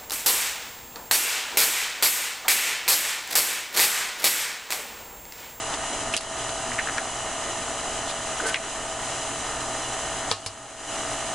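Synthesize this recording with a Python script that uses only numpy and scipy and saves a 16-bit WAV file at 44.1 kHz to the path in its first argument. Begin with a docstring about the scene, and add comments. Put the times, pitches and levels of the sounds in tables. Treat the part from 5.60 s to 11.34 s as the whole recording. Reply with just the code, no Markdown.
"""A stand mixer runs at low speed over a steel bowl of dough, close by in a small kitchen. From start
to end its gears whine and rattle, pulsing with the mains power, and its motor brushes hiss.
In the first second and a half an egg is pulled open. From about 2.5 to 3 seconds the empty shell is
crushed and dropped. Near 4.7 seconds a second egg is knocked twice on the rim, and the bowl rings.
An automatic volume control turns everything down briefly after the sharpest blows."""
import sys
import numpy as np
from scipy import signal
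from scipy.fft import rfft, irfft
from scipy.io import wavfile
from scipy.ndimage import uniform_filter1d, minimum_filter1d

SR = 44100
rng = np.random.default_rng(int(sys.argv[2]) if len(sys.argv) > 2 else 0)


def waveform_to_disk(signal):
    """Save audio, clipped to [-1, 1], as 16-bit WAV at the path in sys.argv[1]."""
    frames = np.transpose(np.atleast_2d(signal))
    scaled = np.clip(frames, -1, 1) * 32767
    samples = np.round(scaled).astype(np.int16)
    wavfile.write(sys.argv[1], SR, samples)


N = 253134
TIME = np.arange(N) / SR
FREQ = np.maximum(np.fft.rfftfreq(N, 1 / SR), 1)
SHAFT_HZ, MAINS_PULSE_HZ = 46.03, 120  # turns and pushes of the motor each second


def whine(clock, waver_db=1.65, hum_waver_db=3.0, slip_radians=0.46, level_db=-0.1, ear_radians=0.051):
    """Gear and motor tones follow the speed; each swells and slips as the teeth take up the load."""
    # The low hum of the motor and the stand. 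Each row: pitch in Hz, level in dB.
    hum = [(34, -59), (59, -57.5), (120, -53), (166, -62.5), (242, -56.5), (285, -54)]
    case_load = 1 + 0.12 * walk(20)  # the gear case booms unevenly as the dough drags
    tones = [(hz, db + boom_db * case_load + waver_db * walk(24), start)
             for hz, db, boom_db, start in gear_tones()]
    tones += [(hz, db + hum_waver_db * walk(14), rng.random()) for hz, db in hum]
    out = 0
    for hz, db, start in tones:
        phase = 2 * np.pi * (hz * clock + start) + slip_radians * walk(25)
        ear_shift = ear_radians * rng.choice((-1, 1)) * np.array([[1], [-1]])  # one ear hears it sooner
        out = out + undb(db) * np.sin(phase + ear_shift)
    return np.sqrt(2) * undb(level_db) * out


def gear_tones(lag_cycles=0.15):
    """Meeting teeth make tones, and the mains pulses add side tones in steps of the pulse rate."""
    # The meeting gear teeth. 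Each row: pitch as a multiple of the shaft rate, level in dB,
    # lowest step, highest step. Multiples and steps get rounded to whole numbers.
    meshes = [(10, -55, 0, 0), (20, -57.5, -2, 2), (21, -54.5, -1, 3), (22, -51, -3, 3), (23, -52.5, -4, 1),
              (24, -53.5, -3, -3), (32, -53.5, 0, 0), (33, -54, 0, 0), (35, -58, 0, 0), (38, -57, 0, 0),
              (40, -52, 0, 0), (43, -59, 0, 0), (44, -52, 0, 1), (57, -56, 0, 0), (60, -55, 0, 0),
              (62.6, -52.5, 0, 0), (66, -53, 0, 0.5)]
    # The dB added to the middle tone, then to the side tones one to four steps away.
    step_db = [0.5, -4, 2.5, -1.5, 1.5]
    # Where the gear case booms. Each row: pitch in Hz, width in Hz, boost in dB.
    gear_case = [(652, 54, 11), (1230, 48, 4)]
    tones = []
    lags = lag_cycles * rng.standard_normal(2 * len(step_db))  # shared, so all gears buzz together
    for multiple, db, lowest, highest in meshes:
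        start = rng.random()  # starting point of the wave, in cycles
        for step in range(round(lowest), round(highest) + 1):
            hz = round(multiple) * SHAFT_HZ + step * MAINS_PULSE_HZ
            boom_db = sum(boost / (1 + (2 * (hz - centre) / width) ** 2)
                          for centre, width, boost in gear_case)
            tones.append((hz, db + step_db[abs(step)], boom_db, start + lags[step]))
    return tones


def grind(clock, level_db=-37.5, slack_turns=0.0014, harmonic_count=240, points=8192):
    """The slightly loose worm gear rubs over the same rough spots on every turn."""
    # The tone of the grinding. Each row: frequency in Hz, level in dB.
    grind_colour = [(30, -21), (200, -19), (330, 0.5), (520, -5), (800, 1.5), (1400, -2.5), (2000, -4),
                    (2350, -7), (3000, -3.5), (4500, -7), (5400, -10.5), (6000, -3.5), (7200, 0),
                    (11000, -10)]
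    shape = (2, harmonic_count)
    harmonics = np.exp(2j * np.pi * rng.random(shape)) * rng.rayleigh(size=shape)
    roughness = irfft(harmonics, points)  # one full turn
    turns = SHAFT_HZ * clock + slack_turns * walk(35)
    place = (turns * points).astype(int) % points
    rubbing = roughness[:, place] * torque(clock)
    return undb(level_db) * radiate(rubbing, colour(grind_colour) * housing())


def rattle(clock, level_db=-37.0, clatter_db=1.04, swell_db=1.0):
    """Loose gear teeth clatter, hardest on each push of the motor."""
    # The tone of the rattle. Each row: frequency in Hz, level in dB.
    rattle_colour = [(22, 1), (40, 0), (85, -3), (180, -5.5), (290, 1), (440, -0.5), (520, -4), (660, 3.5),
                     (880, 2), (1080, -5), (1300, -2), (1680, -7), (1810, 0), (2350, -18), (4000, -40)]
    strength = torque(clock) * undb(clatter_db * walk(260) + swell_db * walk(22.63))
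    return undb(level_db) * noise(colour(rattle_colour), strength)


def brushes(clock, level_db=-36.0, scrape_db=-0.5, flicker_db=1.0, spot_count=36):
    """The motor's brushes hiss, louder at the same spots of every turn, and ring the housing."""
    # The tone of the hiss. Each row: frequency in Hz, level in dB.
    hiss_colour = [(1200, -3), (2400, 6), (3000, 9.5), (3650, 2), (4050, 6.5), (4500, -8.5), (5050, 7.5),
                   (5400, -20), (5750, 11.5), (6250, 1), (7100, 7), (8200, 4), (9600, 2.5), (11000, -8)]
    spots = unit(rng.standard_normal(spot_count))
    scrape = np.interp(SHAFT_HZ * clock, np.arange(spot_count) / spot_count, spots, period=1)
    strength = undb(scrape_db * scrape + flicker_db * walk(45))
    return undb(level_db) * noise(colour(hiss_colour) * housing(), strength)


def housing():
    """The motor housing boosts the frequencies at which it likes to ring."""
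    # Where the housing rings. Each row: pitch in Hz, width in Hz, boost in dB.
    rings = [(2902, 30, 7), (3040, 60, 6), (3435, 40, 4), (4050, 70, 4), (5000, 160, 3), (6100, 60, 4),
             (6460, 70, 9), (6560, 50, 3), (6865, 90, 4), (7070, 50, 4), (7380, 60, 3), (7695, 50, 7),
             (8850, 80, 4), (10370, 70, 5), (10800, 100, 5)]
    return 1 + sum((undb(db) - 1) * np.abs(resonance(hz, width)) ** 2 for hz, width, db in rings)


def torque(clock, depth=0.067, sharpness=5.8):
    """The motor pushes in short pulses, one on each half wave of the mains power."""
    pulse = np.exp(sharpness * np.cos(2 * np.pi * MAINS_PULSE_HZ * clock))
    return 1 + depth * unit(pulse - pulse.mean())


def motor_clock(wander=0.00109, flutter=0.001089):
    """Time as the motor counts it: its speed wavers a little."""
    return np.cumsum(1 + wander * walk(4) + flutter * walk(30)) / SR


def eggshell(grain_db=2, crack_width_ratio=3.2):
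    """The shell cracks brightly and its hollow halves clack; crumpling is a swarm of tiny breaks."""
    # The shell splits. Each row: start in seconds, level in dB, pitch in Hz, fade time in seconds.
    cracks = [(.1395, -18.5, 1500, 0.063), (.5382, -16, 3800, 0.045), (0.5656, -3, 7440, 0.046),
              (.5753, -8, 7000, 0.035), (.6085, -14, 4200, 0.031), (.892, -20, 1900, 0.048),
              (1.3815, -20, 3400, .03), (4.723, -4, 5500, .03), (4.862, -6.5, 5870, 0.076)]
    # Hollow pieces clack. Each row: start in seconds, level in dB, pitch in Hz, width in Hz,
    # fade time in seconds.
    clacks = [(.5382, -13.5, 2820, 900, 0.07), (.5465, -18, 2770, 700, .03), (.5565, -24, 2850, 600, .02),
              (.5665, -16, 3600, 1600, .03), (.5735, -16, 2720, 550, 0.052), (.5765, -17, 4600, 700, 0.09),
              (1.1175, -20, 1700, 800, 0.066), (1.1835, -21, 1960, 450, 0.04),
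              (1.1893, -12.5, 1800, 910, 0.09), (1.1935, -23, 1750, 700, .06),
              (1.207, -25, 2100, 1200, .04), (1.2725, -21, 1580, 400, 0.091), (1.287, -17, 1570, 550, 0.03),
              (1.2955, -17.5, 1640, 700, 0.037), (1.374, -22.5, 1500, 500, 0.033),
              (1.3815, -13, 1650, 900, 0.057), (2.8003, -19, 1480, 600, 0.06),
              (2.8302, -34, 1510, 400, .04), (2.8656, -25, 1540, 250, .04),
              (2.8906, -22.5, 1550, 350, 0.058), (2.9438, -9.5, 2020, 1270, 0.037),
              (2.9456, -13, 2000, 1240, 0.062), (2.949, -21, 3260, 1200, 0.059),
              (2.9575, -14.5, 2240, 1100, 0.097), (4.862, -14.5, 2350, 1800, 0.023),
              (4.866, -15.5, 4900, 900, 0.11)]
    # Fingers crumple the shell. Each row: loudest moment in seconds, length in seconds, level in dB,
    # pitch in Hz, width in Hz.
    crunches = [(0.12, 0.044, -33.5, 820, 500), (0.546, 0.012, -32, 4000, 3000),
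                (0.53, 0.004, -25.5, 6300, 11000), (0.582, 0.018, -32, 4400, 700),
                (0.62, 0.05, -35, 2800, 3900), (2.871, 0.014, -25, 7900, 5300),
                (2.892, 0.017, -24, 4400, 26000), (2.5, 0.036, -35, 3500, 1100),
                (2.875, 0.053, -31, 1520, 70), (2.85, 0.069, -36, 447, 33), (2.835, 0.037, -40, 340, 98),
                (2.865, 0.074, -35, 950, 900)]
    wide_cracks = [(start, db, hz, crack_width_ratio * hz, fade_s) for start, db, hz, fade_s in cracks]
    out = snaps(wide_cracks, crumble_db=-8.5, spread_s=0.00027)
    out += snaps(clacks, crumble_db=-8.0, spread_s=0.00025)
    fractures = undb(grain_db * walk(600))
    for middle, length, db, hz, width in crunches:
        swell = np.exp(-2 * ((TIME - middle) / length) ** 2)
        out += undb(db) * swell * noise(resonance(hz, width), fractures)
    return out


def snaps(events, crumble_db, spread_s):
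    """Each snap rings a piece of shell for a few cycles and crumbles away."""
    out = np.zeros((2, N))
    delay_s = spread_s * np.exp(-FREQ / 7000)  # high notes travel faster through the bending shell
    smear = np.exp(-2j * np.pi * np.cumsum(delay_s) * SR / N)
    for start, db, hz, width_hz, fade_s in events:
        piece = resonance(hz, width_hz) ** 2  # applied twice for a steeper filter
        snap = irfft(piece * smear, N) / np.abs(irfft(piece, N)).max()
        crumble = undb(crumble_db) * fade(fade_s) * noise(piece)
        add(out, start, undb(db) * (snap + crumble))
    return out


def knock(push_db=-12, ring_db=-20.5, crack_db=-10, scatter_db=-17, thump_hz=100):
    """An egg cracks on the rim; the bowl rings, the stand thumps, counter and walls scatter the blow."""
    # The egg hits the bowl. Each row: start in seconds, blow level in dB, thump level in dB.
    hits = [(4.7141, 2.5, -21.5), (4.862, -12.5, -25.5)]
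    # The tone of the contact. Each row: frequency in Hz, level in dB.
    contact_colour = [(40, -20), (200, -12), (450, -1), (650, 3), (950, 2), (1300, -1), (1750, -4),
                      (2100, -6), (3200, 0), (4700, 0), (6000, -6), (7500, -6), (11000, -16)]
    # The bowl's notes, the low ones cut short by the dough.
    # Each row: pitch in Hz, level in dB, fade time in seconds.
    bowl_notes = [(440, 2.5, .09), (690, 5, .04), (850, 5, .05), (1020, 2, .05), (1093, 0, .16),
                  (1254, 2, .12), (1776, -5, .18), (2810, -3, .16), (3327, -6, .15), (3898, -4, .11),
                  (4177, -8, .25), (4441, -4, .09), (4797, -5, .13), (5631, -5, .12)]
    contact = colour(contact_colour)
    # Make a click of that tone, with its energy packed right after the touch.
    cepstrum = irfft(np.log(contact), N)
    push = irfft(np.exp(rfft(2 * cepstrum[:N // 2], N)), N)
    # Neighbouring notes swing in opposite directions.
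    ring = sum((-1) ** k * undb(db) * fade(fade_s) * np.sin(2 * np.pi * hz * TIME)
               for k, (hz, db, fade_s) in enumerate(bowl_notes))
    tail = undb(crack_db) * fade(seconds=0.017) + undb(scatter_db) * fade(seconds=0.24)
    blow = undb(push_db) * push / np.abs(push).max() + undb(ring_db) * ring + tail * noise(contact)
    thump = fade(seconds=0.25) * np.sin(2 * np.pi * thump_hz * TIME)
    out = np.zeros((2, N))
    for start, blow_db, thump_db in hits:
        add(out, start, undb(blow_db) * blow + undb(thump_db) * thump)
    return out


def radiate(pair, response):
    """Filter two signals into left and right: low notes are much alike in both ears, highs are wide."""
    # Stereo width. Each row: frequency in Hz, level in dB of what differs between the ears (side)
    # against what they share (mid).
    stereo_width = [(30, -12), (120, -8.5), (280, -20.5), (480, -46), (700, -16), (1300, -34),
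                    (2500, -16.5), (4500, -5.5), (7000, -4.5), (11000, -2.5)]
    mid, side = rfft(pair) * response
    side = side * colour(stereo_width)
    return unit(irfft(np.array([mid + side, mid - side]), N))


def noise(response, envelope=1):
    """Stereo noise, shaped in loudness and then filtered."""
    return radiate(rng.standard_normal((2, N)) * envelope, response)


def colour(points):
    """A filter that joins up (Hz, dB) points into a gain at every frequency."""
    hz, db = np.transpose(points)
    return undb(np.interp(np.log(FREQ), np.log(hz), db))


def resonance(hz, width_hz):
    """A filter that rings at one pitch, with a gain of 1 there."""
    return 1 / (1 + 1j * (FREQ ** 2 - hz ** 2) / (FREQ * width_hz))


def walk(rate):
    """A random wobble of size about 1 that heads for a new value `rate` times a second."""
    steps = rng.standard_normal(int(N / SR * rate) + 4)
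    return unit(np.interp(TIME * rate + rng.random(), np.arange(len(steps)), steps))


def fade(seconds):
    """Die away by 60 dB in the given time."""
    return np.exp(-np.minimum(np.log(1000) * TIME / seconds, 60))


def add(out, start_s, sound):
    """Mix a sound in from its start time on."""
    start = int(start_s * SR)
    out[:, start:] += sound[..., :N - start]


def undb(db):
    """Turn decibels into a gain."""
    return 10 ** (np.asarray(db) / 20)


def unit(x):
    """Scale a signal to an average size (rms) of 1."""
    return x / np.sqrt(np.mean(x ** 2))


def duck(x, limit_db, hold_s, release_db_per_s):
    """How many dB to turn down: the amount over a limit, held for a while and then let go."""
    power = uniform_filter1d(np.mean(x ** 2, axis=0), size=89, origin=44)  # over the last 2 ms
    excess_db = np.maximum(10 * np.log10(np.maximum(power, 1e-12)) - limit_db, 0)
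    half = int(hold_s * SR / 2)
    held_db = -minimum_filter1d(-excess_db, 2 * half + 1, origin=half)
    release_db = release_db_per_s * TIME
    return np.maximum.accumulate(held_db + release_db) - release_db


def scene(mixer_db=0.74, drag_db=0.07, drag_peak_s=0.93, orbit_s=1.15):
    """The mixer works the dough while the eggs are handled above the bowl."""
    # The beater circles the bowl and is a touch louder each time it meets the thick of the dough.
    load_db = mixer_db + drag_db * np.cos(2 * np.pi * (TIME - drag_peak_s) / orbit_s)
    clock = motor_clock()
    mixer = whine(clock) + grind(clock) + rattle(clock) + brushes(clock)
    return undb(load_db) * mixer + eggshell() + knock()


def record(dry, limit_db=-18.5, top_hz=10850):
    """The volume dips briefly after a bright click, longer after a heavy blow; the top highs are cut."""
    body = signal.sosfilt(signal.butter(2, 2800, fs=SR, output="sos"), dry)
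    quick_db = duck(dry, limit_db, hold_s=0.03, release_db_per_s=31.5)
    slow_db = duck(body, limit_db, hold_s=0.44, release_db_per_s=57)
    ducked = dry * undb(-np.maximum(quick_db, slow_db))
    rounded = np.tanh(ducked)  # softens the peaks
    return signal.sosfilt(signal.ellip(10, .2, 70, top_hz, fs=SR, output="sos"), rounded)


dry = scene()
out = record(dry)
waveform_to_disk(out)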